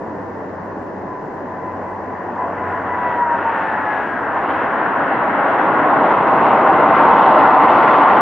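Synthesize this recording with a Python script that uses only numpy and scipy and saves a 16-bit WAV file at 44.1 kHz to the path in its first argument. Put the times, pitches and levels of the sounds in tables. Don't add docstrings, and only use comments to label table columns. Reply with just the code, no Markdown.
import sys
import numpy as np
from scipy import signal
from scipy.io import wavfile
from scipy.ndimage import uniform_filter1d, minimum_filter1d

SR = 44100
rng = np.random.default_rng(int(sys.argv[2]) if len(sys.argv) > 2 else 0)


def undo_db(level):
    steps = np.asarray(level, float) / 20
    return 10 ** steps


def materialize(psi):
    bounded = np.clip(np.atleast_2d(psi).T, -1, 1)
    quanta = np.round(bounded * 32767).astype(np.int16)
    wavfile.write(sys.argv[1], SR, quanta)


N = 362053
FRAME, HOP = 2048, 512

# time in seconds, roar in dB, how far the inlets face the fence (0-1).
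JET = [(0, -32.5, 0.1), (.7, -33, 0.2), (1.1, -34, .2), (1.8, -29.5, .15), (2.0, -29.5, 0),
       (2.45, -26.5, .25), (2.7, -26, .7), (3.2, -24.5, .8), (3.65, -23, 0.9), (4.1, -25, 0.9),
       (4.5, -21, 0.7), (5.2, -19.5, .8), (5.5, -17, .65), (6.15, -15.5, 0.3), (6.55, -11.5, 0),
       (6.9, -14, 0.3), (7.25, -9.5, 0), (8.21, -9.5, .15)]
# frequency in Hz, level in dB per Hz.
JET_COLOUR = [(60, -32), (130, -13), (280, -4), (450, -5), (800, 1), (1100, 1), (1190, -6), (1420, -7),
              (1700, -15.5), (2000, -16), (2350, -22.5), (2600, -24.5), (4000, -44.5), (7500, -73.5)]
# time and half length in seconds, change in dB.
CLEAR_AIR = [(3.1, 0.09, 6), (3.25, 0.04, -8), (3.6, 0.14, 7.5), (3.98, 0.13, 8.5), (4.25, 0.076, -4),
             (4.52, 0.09, 9), (5.95, 0.041, 0), (6.12, 0.11, 6), (6.45, 0.06, 3), (6.97, 0.081, 6.5),
             (7.25, 0.12, 4.5), (7.9, 0.21, 5.5)]
# frequency in Hz, width in Hz, boost in dB.
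HOUSING = [
    (295, 37, 3),
    (1126, 26, 3),
    (2365, 300, -3.5),
]
# time in seconds, delay in ms, strength (0-1).
GROUND = [
    (0, 6.3, 0),
    (5.6, 6.85, .05),
    (6.6, 7.05, .4),
    (8.0, 7.3, .4),
    (8.21, 7.34, .4),
]
# time in seconds, delay in ms.
VIEW = [(0, 1.03), (1.5, 1.06), (3.3, 1.14), (4.3, 1.22), (5.2, 1.32), (6.5, 1.42), (7.5, 1.48),
        (8.21, 1.53)]
# frequency in Hz, strength (0-1).
ECHO = [(300, .01), (650, .04), (900, .03), (1120, .16), (1350, .22), (1900, .29), (2400, .22), (2800, .1),
        (4500, .08)]
# frequency in Hz, left minus right in dB.
LEAN = [(300, .4), (800, .7), (1100, .3), (1400, 2), (2100, 3), (2700, .5), (4000, 0)]
# frequency in Hz, share of the power (0-1).
SCATTERED = [(100, .03), (300, .005), (900, .005), (1250, .025), (1700, .05), (2300, .1), (2800, .04),
             (3500, .1), (5000, .3)]
# time in seconds, factor on the scattered share.
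BUILDINGS = [(0, 1.5), (1.5, 1.5), (2.5, .5), (4.3, .6), (5, 2.6), (5.8, 2.2), (6.5, 1.1), (8.21, 1.1)]
# time in seconds, blade tone in Hz.
FAN_SPEED = [
    (0, 983),
    (1.1, 1005),
    (1.9, 1006),
    (2.4, 1000),
    (2.75, 1002),
    (3.1, 977),
    (3.3, 948),
    (3.85, 854),
    (4.5, 760),
]
# time and half length in seconds, blade tone in dB, octave in dB.
FOCUS = [(.07, 0.061, -36.5, -59), (.7, 0.08, -38.5, -67), (1.15, 0.11, -33.5, -63),
         (1.55, 0.13, -37.5, -61), (1.7, .05, -30.5, -56), (1.9, 0.043, -32, -53), (2.13, 0.13, -34, -57),
         (2.43, 0.051, -23.5, -47), (2.6, 0.064, -32, -49), (2.73, 0.078, -28.5, -44.5),
         (2.922, 0.039, -21.5, -37.5), (3.072, 0.079, -20.5, -33), (3.222, 0.044, -15.5, -35),
         (3.334, 0.046, -17, -37), (3.48, 0.058, -19, -45), (3.57, 0.028, -34, -32),
         (3.7, 0.078, -25, -30.5), (3.85, 0.055, -32, -33.5), (3.93, 0.068, -28.5, -34),
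         (4.01, 0.073, -55, -33.5), (4.13, .07, -45, -31), (4.24, .04, -45, -39), (4.38, 0.021, -25, -36)]
# time in seconds, level in dB.
DRONE = [(0, -51), (.2, -42.5), (.65, -43), (.9, -47), (1.55, -48.5), (1.8, -41), (2.35, -46), (2.7, -40.5),
         (3.3, -46), (4.2, -51), (5.2, -53)]
# frequency in Hz, level in dB.
AIRFIELD = [(60, -48), (100, -35), (300, -24), (900, -21), (1600, -34), (2000, -38.5), (3000, -56.5),
            (5000, -78), (7000, -110)]
# frequency in Hz, level in dB.
HISS = [(1500, -76), (3000, -60.5), (5000, -57), (7000, -60.5), (8500, -64), (12000, -70), (16000, -71)]
# frequency in Hz, threshold in
GAPS_FAINT = [(6600, -3.5), (7500, .6), (8500, 1.1), (11500, .9), (12500, 0), (14800, -.1), (15500, 1)]
# frequency in Hz, threshold in spreads.
GAPS_LOUD = [(4200, -3.5), (5200, -1.3), (6200, -.3), (8000, 0), (10000, -.5), (14000, -.6), (15300, 1.5)]


def evened(x):
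    return x / np.sqrt(np.mean(x ** 2) + 1e-20)


def read(points, hz):
    f, value = np.transpose(points)
    return np.interp(np.log(hz + 1), np.log(f + 1), value)


def columns(rows, t):
    s, *values = np.transpose(rows)
    return [np.interp(t, s, v) for v in values]


def over_time(points, hz, change_db):
    return np.outer(read(points, hz), change_db)


def drift(top_hz):
    t = np.arange(0, N, 64) / SR
    rates = np.geomspace(top_hz / 10, top_hz, 24)
    slow = sum(np.sin(2 * np.pi * (f * t + rng.random())) for f in rates)
    return np.interp(np.arange(N) / SR, t, evened(slow))


def blotches(shape, bins, frames):
    across_hz = uniform_filter1d(rng.standard_normal(shape), bins, axis=-2)
    return evened(uniform_filter1d(across_hz, frames, axis=-1))


def white_pair():
    return signal.stft(rng.standard_normal((2, N)), SR, nperseg=FRAME, noverlap=FRAME - HOP)


def sound(z):
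    return signal.istft(z, SR, nperseg=FRAME, noverlap=FRAME - HOP)[1][:, :N]


def per_band(shape_db, hz, lo, hi):
    inside = (hz >= lo) & (hz < hi)
    power = (undo_db(shape_db) ** 2)[inside].sum() / len(hz)
    return shape_db - 10 * np.log10(power)


def ports(hz, t):
    delay_ms = columns(VIEW, t)[0]
    echo = read(ECHO, hz) * np.exp(-2j * np.pi * hz * delay_ms / 1000)
    lean = undo_db(read(LEAN, hz) / 2)
    return np.array([lean * (1 + echo), (1 - echo) / lean])


def tone(hz, level_db, twinkle_db, twinkle_hz, wobble):
    phase = 2 * np.pi * np.cumsum(hz) / SR + wobble * drift(twinkle_hz)
    level = np.sqrt(2) * undo_db(level_db + twinkle_db * drift(twinkle_hz))
    wave = level * np.exp(1j * phase)
    return (wave * ports(hz, np.arange(N) / SR)).real


def fans():
    t = np.arange(N) / SR
    hz, = columns(FAN_SPEED, t)
    coarse = t[::64]
    swells = 0
    for s, half, tone_db, octave_db in FOCUS:
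        swells = swells + np.outer(undo_db([tone_db, octave_db]), np.exp(-((coarse - s) / half) ** 2))
    first_db, second_db = (np.interp(t, coarse, 20 * np.log10(v + undo_db(-61))) for v in swells)
    third_db = second_db - 20 - 40 * abs(t - 3.92)
    whine = tone(hz, first_db, 2.0, 30, .35)
    whine = whine + tone(2 * hz, second_db, 2.5, 30, .5)
    whine = whine + tone(3 * hz, third_db, 3.0, 25, .8)
    alive = np.clip((FOCUS[-1][0] + .1 - t) / .2, 0, 1)
    return alive * whine


def roar():
    hz, t, (common, apart) = white_pair()
    roar_db, facing = columns(JET, t)
    nearest_db, air_loss = -9, .22
    inlet_db = 13.5 * facing
    treble_db = 10.5 * facing + air_loss * (roar_db - nearest_db)
    treble_db = treble_db + sum(db * np.exp(-((t - s) / half) ** 2) for s, half, db in CLEAR_AIR)

    idle_db, reverse_db, reverse_s, rise_s = -24.5, -13, 5.31, .48
    thrust = 1 / (1 + np.exp((reverse_s - t) / rise_s))
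    rumble_db = idle_db + (reverse_db - idle_db) * thrust - roar_db

    field_db = per_band(read(JET_COLOUR, hz), hz, 600, 1150)[:, None] + roar_db
    field_db = field_db + over_time([(1900, 0.051), (2400, 0.48), (4500, 0.56)], hz, treble_db)
    field_db = field_db + over_time([(100, 1.3), (300, 0.96), (480, 0.92), (750, 0)], hz, rumble_db)
    field_db = field_db + over_time([(1100, 0.027), (1300, 0.7), (1900, 0.6), (2400, 0.21)], hz, inlet_db)
    distance_tilt = [(1010, -0.028), (1080, 0.17), (1350, 0.32), (1750, -0.29),
                     (2050, 0.13), (3000, 0.21), (6000, 0.93)]
    field_db = field_db + over_time(distance_tilt, hz, roar_db + 11)
    field_db = field_db + read([(7200, 0), (9500, -30)], hz)[:, None]
    ridges = sum(db / (1 + (2 * (hz - f) / width) ** 2) for f, width, db in HOUSING)
    field_db = field_db + ridges[:, None]

    field_db = field_db + .86 * blotches(common.shape, 25, 8)
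    flicker = evened(uniform_filter1d(rng.standard_normal(len(t)), size=3))
    field_db = field_db + over_time([(2500, .5), (5000, 1.0)], hz, flicker)

    delay_ms, strength = columns(GROUND, t)
    bounce = over_time([(450, 0), (650, 1), (1150, 1), (1500, 0)], hz, strength)
    common = common * (1 - bounce * np.exp(-2j * np.pi * np.outer(hz, delay_ms) / 1000))

    share = np.clip(over_time(SCATTERED, hz, columns(BUILDINGS, t)[0]), 0, .5)
    direct = np.sqrt(1 - share) * common * ports(hz[:, None], t)
    scattered = np.sqrt(share) * np.array([apart, -apart])
    return sound((direct + scattered) * undo_db(field_db))


def drone():
    t = np.arange(N) / SR
    hz = 96.4 - 1.12 * t
    level_db = columns(DRONE, t)[0]
    alive = np.clip((DRONE[-1][0] - t) / .4, 0, 1)
    return alive * (tone(hz, level_db, 1.7, 9.5, 0.25) + tone(2 * hz, level_db - 0.5, 1.4, 2.7, 0.48))


def airfield():
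    hz, t, z = white_pair()
    return sound(z * undo_db(read(AIRFIELD, hz))[:, None])


def wind():
    hz, t, z = white_pair()
    colour = [(15, -35.0), (28, -4.5), (45, -12), (70, -0.5), (130, -1.0), (300, -40), (900, -75)]
    shape_db = per_band(read(colour, hz), hz, 20, 75)
    lumps = evened(uniform_filter1d(rng.standard_normal(len(t)), size=25))
    level_db = -58 + 1.04 * t + 1.5 * lumps - 4.5
    mixed = z + .74 * z[::-1]
    return sound(mixed * undo_db(shape_db[:, None] + level_db))


def hiss():
    hz, t, z = white_pair()
    shared = read([(4000, .2), (7000, 0), (12000, .3)], hz)[:, None]
    swell_db = over_time([(6000, 0), (9000, 0.12)], hz, columns(JET, t)[0] + 31)
    return sound((z + shared * z[::-1]) * undo_db(read(HISS, hz)[:, None] + swell_db))


def gust():
    hz, t, z = white_pair()
    start_s, rise_s, hold_s = 4.3, .4, .7
    colour = [(30, -20.5), (70, -5.5), (130, 4.0), (170, -14.0), (400, -47), (900, -79.0)]
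    shape_db = per_band(read(colour, hz), hz, 60, 200)
    level_db = -46 - 24 * np.maximum(start_s - t, 0) / rise_s
    level_db = level_db - 27.5 * np.maximum(t - start_s - hold_s, 0)
    return sound(z[:1] * undo_db(shape_db[:, None] + level_db)) * [[1], [-.6]]


def patchy_treble(x):
    hz, t, z = signal.stft(x, SR, nperseg=FRAME, noverlap=FRAME - HOP)
    quiet_db, loud_db, shut_db = -30, -20, -30
    loud = np.clip((columns(JET, t)[0] - quiet_db) / (loud_db - quiet_db), 0, 1)
    threshold = over_time(GAPS_FAINT, hz, 1 - loud) + over_time(GAPS_LOUD, hz, loud)
    chance = evened(blotches(z[0].shape, 36, 4) + .6 * blotches(z[0].shape, 300, 3))
    return sound(z * np.where(chance < threshold, undo_db(shut_db), 1))


def scene():
    return fans() + roar() + drone() + airfield() + wind() + hiss() + gust()


def roll_off(x):
    return signal.sosfilt(signal.butter(12, 15720, fs=SR, output="sos"), x)


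def record(dry):
    room = minimum_filter1d(np.minimum(.93 / (abs(dry).max(0) + 1e-9), 1), 601)
    gain = uniform_filter1d(uniform_filter1d(room, 300), 300)
    return roll_off(patchy_treble(dry * gain))


dry = scene()
out = record(dry)
materialize(out)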